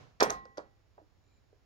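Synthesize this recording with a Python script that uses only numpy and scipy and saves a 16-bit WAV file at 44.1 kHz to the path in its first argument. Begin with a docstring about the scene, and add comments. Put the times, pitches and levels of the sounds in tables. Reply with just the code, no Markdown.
"""A hand works the plunger and linkage of a pinball mechanism, close to a stereo microphone in a quiet room.
The grip shifts with a soft rustle. At 0.2 s the plunger clatters against its stop: each blow thumps the
wooden playfield, steel clicks on steel, the return spring rings on and the cabinet shakes. The plunger
rebounds, drops back with softer knocks near 0.6 s, and slides faintly in its sleeve at 1.3 s between the
last light taps. Low room rumble, hiss and a thin whine lie under it all."""
import sys
import numpy as np
from scipy import signal
from scipy.fft import rfft, irfft
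from scipy.io import wavfile

SR = 44100
rng = np.random.default_rng(int(sys.argv[2]) if len(sys.argv) > 2 else 0)


def transcribe(signal):
    """Save signal, clipped to [-1, 1], as a 16-bit WAV file at the path in sys.argv[1]."""
    frames = np.atleast_2d(signal).T
    limited = np.clip(frames, -1, 1)
    pcm = np.round(limited * 32767).astype(np.int16)
    wavfile.write(sys.argv[1], SR, pcm)


N = 72765

# blows into the playfield: start_s, level_db, hardness_corner_hz, shudder_db, spot_pitch_hz
KNOCKS = [(0.2002, -17, 2330, 12.5, 1490), (.207, -12.5, 2500, 10.5, 1266), (0.2091, -9, 2170, 9, 926),
          (.213, -4.5, 1887, 6.5, 1044), (0.2186, -14.5, 908, -11.5, 747.5), (0.2239, 6.5, 1113, -8, 549.6),
          (0.2355, -4.5, 1700, 3.5, 902), (.262, -13.5, 1193, 6.5, 458), (0.2992, -9, 1830, 2.5, 1250),
          (0.3119, -11.5, 1055, 0, 487), (.346, -28.5, 1495, 9.5, 750), (0.455, -28.5, 1320, 0, 498),
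          (0.5721, -30.5, 1707, 8, 1434), (0.578, -19, 700, -11, 543), (0.5816, -12, 991, 0, 546),
          (0.5917, -23.5, 1150, 0.5, 1085), (.979, -36.5, 891, 12, 684), (1.017, -35.5, 296, 0.5, 314.6),
          (1.529, -34, 486, -8.5, 447)]
REBOUND_S, WOOD_PAN_DB = .3033, -5
WOOD_LIKENESS, STEEL_LIKENESS = .75, .4  # correlation of left and right


def amp(db):
    """Decibels to gain."""
    return 10 ** (np.asarray(db) / 20)


def read(points, hz):
    """Reads a table on a log-frequency axis."""
    f, value = np.transpose(points)
    return np.interp(np.log(hz + 1), np.log(f), value)


def unit(x):
    """Scales to an energy of one, averaged over the channels."""
    return x / np.sqrt(np.mean(np.sum(x ** 2, -1)) + 1e-20)


def add(mix, s, sound):
    """Mixes a stereo sound in at time s."""
    part = mix[:, round(s * SR):][:, :sound.shape[1]]
    part += sound[:, :part.shape[1]]


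def colour(x, db_at, size=4096):
    """Causal filter of unit energy with the gain curve db_at(hz)."""
    log_gain = np.log(amp(db_at(abs(np.fft.fftfreq(size, 1 / SR)))))
    minimum_phase = np.exp(np.conj(signal.hilbert(log_gain)))
    taps = np.fft.ifft(minimum_phase).real[:size // 2]
    return signal.fftconvolve(x, unit(taps)[None], axes=1)[:, :x.shape[1]]


def noise(likeness, size):
    """Two partly alike channels of white noise."""
    a, b = rng.standard_normal((2, size))
    return np.array([a, likeness * a + np.sqrt(1 - likeness ** 2) * b])


def pan(pan_db):
    """Left and right gains for a level difference, left minus right."""
    return unit(amp([pan_db / 2, -pan_db / 2]))[:, None] * np.sqrt(2)


def place(x, pan_db, lag_s=.0003):
    """Pans a sound; it reaches the right microphone port a little later."""
    return np.array([x[0], np.roll(x[1], round(lag_s * SR))]) * pan(pan_db)


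def softened(hz, corner_hz):
    """Treble lost by a contact of finite hardness, in dB."""
    return -10 * np.log10(1 + (hz / corner_hz) ** 6)


def bell(hz, centre_hz, width_hz):
    """Shape of a resonance, one at its centre."""
    return 1 / (1 + ((hz - centre_hz) / width_hz) ** 2)


def contact(after_db, t60_s, likeness, scrape_s=None, build_s=.00083, size=12000):
    """One impulse, or a brief gritty scrape, then the dense vibration it leaves in the parts."""
    t = np.arange(size) / SR
    after = unit(noise(likeness, size) * (1 - np.exp(-t / build_s)) * amp(-60 * t / t60_s))
    first = unit(noise(likeness, size) * t * np.exp(-t / scrape_s)) if scrape_s else t == 0
    return first + amp(after_db) * after


def ring(mode_hz, modes):
    """Decaying partials of a struck object."""
    t = np.arange(SR) / SR
    return sum(amp(db - 60 * t / t60_s) * np.sin(2 * np.pi * hz * t)
               for hz, (db, t60_s) in zip(mode_hz, modes))[None]


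def spot(hz, pitch_hz, blow_db):
    """Colour of the struck spot in dB: light blows stay local, ringing more and losing the board's bass."""
    lightness = np.clip(-blow_db / 11, 0, 1)
    peak_db = (4.5 + 5 * lightness) * bell(hz, pitch_hz, width_hz=.086 * pitch_hz)
    bass_loss_db = 8 * lightness * amp(softened(hz, corner_hz=341.5)) ** 2
    return peak_db - bass_loss_db


def playfield():
    """Blows thump the wooden board, each at the pitch of its spot; softer contacts lose their treble."""
    wood_colour = [(40, -39), (120, -17.5), (230, -7.5), (400, 0), (800, -2.5), (1200, -4.5), (1700, -2.5),
                   (2400, -7), (3000, -10.5), (4000, -8.5), (15000, -19)]  # spectrum of struck wood: frequency_hz, gain_db
    board_hz = [228, 348, 430, 530, 615, 745, 801, 963, 1210, 1355]  # modes of the whole board: pitch_hz
    board_modes = [(-9.5, .4), (-8, 0.33), (-2, .22), (3.5, 0.16), (-5.5, 0.16), (-6, 0.34), (-2, 0.6),
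                   (-5, 0.11), (-10.5, 0.21), (-7, .2)]  # their ring: relative_db, t60_s
    out, force = np.zeros((2, 2, N))
    for start_s, db, corner_hz, shudder_db, pitch_hz in KNOCKS:
        blow = contact(shudder_db, t60_s=.097, likeness=WOOD_LIKENESS)
        thump = colour(blow, lambda hz: read(wood_colour, hz) + softened(hz, corner_hz)
                       + spot(hz, pitch_hz, db))
        add(out, start_s, amp(db) * thump)
        add(force, start_s, amp(db + shudder_db) * np.ones((2, 1)))
    board_ring = signal.fftconvolve(force, unit(ring(board_hz, board_modes)), axes=1)[:, :N]
    out += amp(-13.5) * board_ring
    return place(out + amp(-15) * room(out, WOOD_LIKENESS), WOOD_PAN_DB)


def linkage():
    """Steel strikes steel: a bright click with one short resonance, then chatter and a diffuse tail."""
    # steel contacts: start_s, level_db, pitch_hz, chatter_db, hardness_corner_hz, scrape_rise_s
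    clicks = [(0.2, -21, 3900, -6.5, 11000, 0.0018), (0.2053, -3.5, 5366, -8, 6000, .0004),
              (0.2065, -12, 4474, -1, 9000, 0.00087), (0.2262, -8.5, 4700, -2.5, 16000, .0014),
              (0.2289, -6.5, 5804, -4, 16000, .0008), (0.233, -12.5, 5780, -3.5, 10000, .0012),
              (0.2983, -21, 5540, -18.5, 6000, 0.00075), (0.3031, -8, 6170, -16.5, 9050, .0007),
              (0.3243, -31.5, 6240, -2.5, 6000, .0005), (0.4529, -39, 5000, -11, 6000, .0008),
              (0.5723, -28.5, 5740, -1, 6220, 0.0017), (0.5802, -29.5, 4900, -7.5, 5300, 0.00087)]
    steel_colour = [(300, -20.5), (1500, -12), (2400, -5), (3000, -13), (3400, -0.5), (4500, -2.5),
                    (7200, -2.5), (9000, -14.5), (12000, -10.5), (14500, -6), (16000, -9.5)]  # spectrum of the close clicks: frequency_hz, gain_db
    tail_colour = [(300, -17), (1500, -11.5), (3500, -11.5), (6300, 0), (8000, -3.5), (10000, -11.5),
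                   (15000, -11.5)]  # spectrum of their spill into the room: frequency_hz, gain_db
    close, spill = np.zeros((2, 2, N))
    for start_s, db, pitch_hz, chatter_db, corner_hz, scrape_s in clicks:
        hit = amp(db) * contact(chatter_db, t60_s=.068, likeness=STEEL_LIKENESS, scrape_s=scrape_s)
        click = colour(hit, lambda hz: read(steel_colour, hz) + softened(hz, corner_hz)
                       + 14 * bell(hz, pitch_hz, width_hz=670))
        add(close, start_s, click)
        add(spill, start_s, colour(hit, lambda hz: read(tail_colour, hz) + softened(hz, corner_hz)))
    return place(close, pan_db=-1, lag_s=.0002) + amp(-15) * room(spill, likeness=.058)


def spring(pluck_s=.2241, rebound_db=-6.5):
    """The return spring rings on after the hardest blow; the rebound feeds its lowest mode again."""
    spring_hz = [1061, 1879, 1945, 2337, 3266, 9018]  # modes of the spring: pitch_hz
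    spring_modes = [(-33, .48), (-45.5, 0.48), (-44, 0.81), (-44, .22), (-44.5, .2), (-49, 0.18)]  # their ring: level_db, t60_s
    out = np.zeros((2, N))
    add(out, pluck_s, ring(spring_hz, spring_modes))
    add(out, REBOUND_S, amp(rebound_db) * ring(spring_hz[:1], spring_modes))
    return place(out, pan_db=-4, lag_s=.00034)


def lever():
    """The rebound leaves a thin bright ring in the steel lever."""
    lever_hz = [11550]  # the lever's one mode: pitch_hz
    lever_modes = [(-61, .17)]  # its ring: level_db, t60_s
    out = np.zeros((2, N))
    add(out, REBOUND_S, ring(lever_hz, lever_modes))
    return out


def cabinet(rise_s=.055):
    """The cabinet shakes after the hardest blow: a low shudder builds and dies."""
    cabinet_colour = [(25, -13.5), (60, 0), (110, -7.5), (180, 0), (260, -11.5), (1500, -76)]  # spectrum of the shudder: frequency_hz, gain_db
    start_s = max(KNOCKS, key=lambda row: row[1])[0]
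    age = np.maximum(np.arange(N) / SR - start_s, 0) / rise_s
    shudder = colour(noise(WOOD_LIKENESS, N), lambda hz: read(cabinet_colour, hz))
    return place(amp(-52.5) * age * np.exp(1 - age) * shudder, WOOD_PAN_DB)


def rustle(peak_s=.008, rise_db_per_s=133, fall_db_per_s=119.5):
    """The hand shifts its grip: a soft rustle that fades ahead of the first stroke."""
    rustle_colour = [(50, -8), (135, 9), (220, -3), (1200, -8), (3000, -18), (6300, -22.5), (8000, -37.5),
                     (15000, -51.5)]  # spectrum of the shifting hand: frequency_hz, gain_db
    t = np.arange(N) / SR - peak_s
    level_db = -53.5 + np.minimum(rise_db_per_s * t, -fall_db_per_s * t)
    friction = colour(noise(likeness=.15, size=N), lambda hz: read(rustle_colour, hz))
    return place(amp(level_db) * friction, pan_db=-3.5)


def slide(peak_s=1.315, spread_s=.07, pitch_sag=.015):
    """The plunger scrapes faintly along its sleeve; its resonances rise and fall with the speed."""
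    sleeve_modes = [(2370, 100, -86), (4020, 270, -85.5), (7146, 96, -85)]  # resonances of the scrape: pitch_hz, width_hz, level_db
    speed = np.exp(-((np.arange(N) / SR - peak_s) / spread_s) ** 2)
    out = np.zeros((2, N))
    for hz, width_hz, db in sleeve_modes:
        lowpass = signal.butter(2, width_hz / 2, fs=SR, output="sos")
        grit = signal.sosfilt(lowpass, noise(STEEL_LIKENESS, N))
        cycles = np.cumsum(hz * (1 - pitch_sag * (1 - speed))) / SR
        out += amp(db) * np.sqrt(2 * N) * unit(grit) * np.sin(2 * np.pi * cycles)
    return out * np.sqrt(speed)


def room(x, likeness, build_s=.017):
    """Diffuse tail of cabinet and room; the top treble dies first and the bass lasts longest."""
    decay_times = [(100, 0.72), (400, 0.15), (1200, 0.25), (3500, 0.29), (7000, 0.12), (14000, 0.11)]  # reverberation: frequency_hz, t60_s
    hz, t, spectrum = signal.stft(noise(likeness, SR), SR, nperseg=256)
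    decay = amp(-60 * t / read(decay_times, hz)[:, None])
    tail = signal.istft(spectrum * decay, SR, nperseg=256)[1]
    tail *= 1 - np.exp(-np.arange(tail.shape[1]) / SR / build_s)
    return signal.fftconvolve(x, unit(tail), axes=1)[:, :N]


def room_tone(whine_hz=6820):
    """Low room rumble, hiss and a thin steady whine."""
    floor_colour = [(15, -30.5), (25, -3.5), (102, 2.5), (170, -13.5), (301, -14), (850, -20),
                    (1500, -23.5), (3340, -30.5), (5570, -30), (8360, -48), (16000, -43.5)]  # spectrum of the quiet room: frequency_hz, gain_db
    floor = colour(noise(likeness=.23, size=N), lambda hz: read(floor_colour, hz))
    whine = amp(-95.5) * np.sqrt(2) * np.sin(2 * np.pi * whine_hz * np.arange(N) / SR)
    return amp(-67) * pan(-3.5) * floor + whine


def scene():
    """The mechanism close up and the room around it."""
    return playfield() + linkage() + spring() + lever() + cabinet() + rustle() + room_tone() + slide()


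def record(dry, edge_hz=15900):
    """The stereo microphone: its two ports differ in colour, and the top treble is cut off."""
    port_colour = [(600, 0), (1000, 1), (4500, 0.5), (9000, 2.5)]  # balance of the ports: frequency_hz, left_minus_right_db
    size = 2 * N
    balance_db = read(port_colour, np.fft.rfftfreq(size, 1 / SR))
    heard = irfft(rfft(dry, size) * amp([balance_db / 2, -balance_db / 2]), size)[:, :N]
    lowpass = signal.firwin(511, edge_hz, window=("kaiser", 9), fs=SR)
    return signal.oaconvolve(heard, lowpass[None], "same")


dry = scene()
out = record(dry)
transcribe(out)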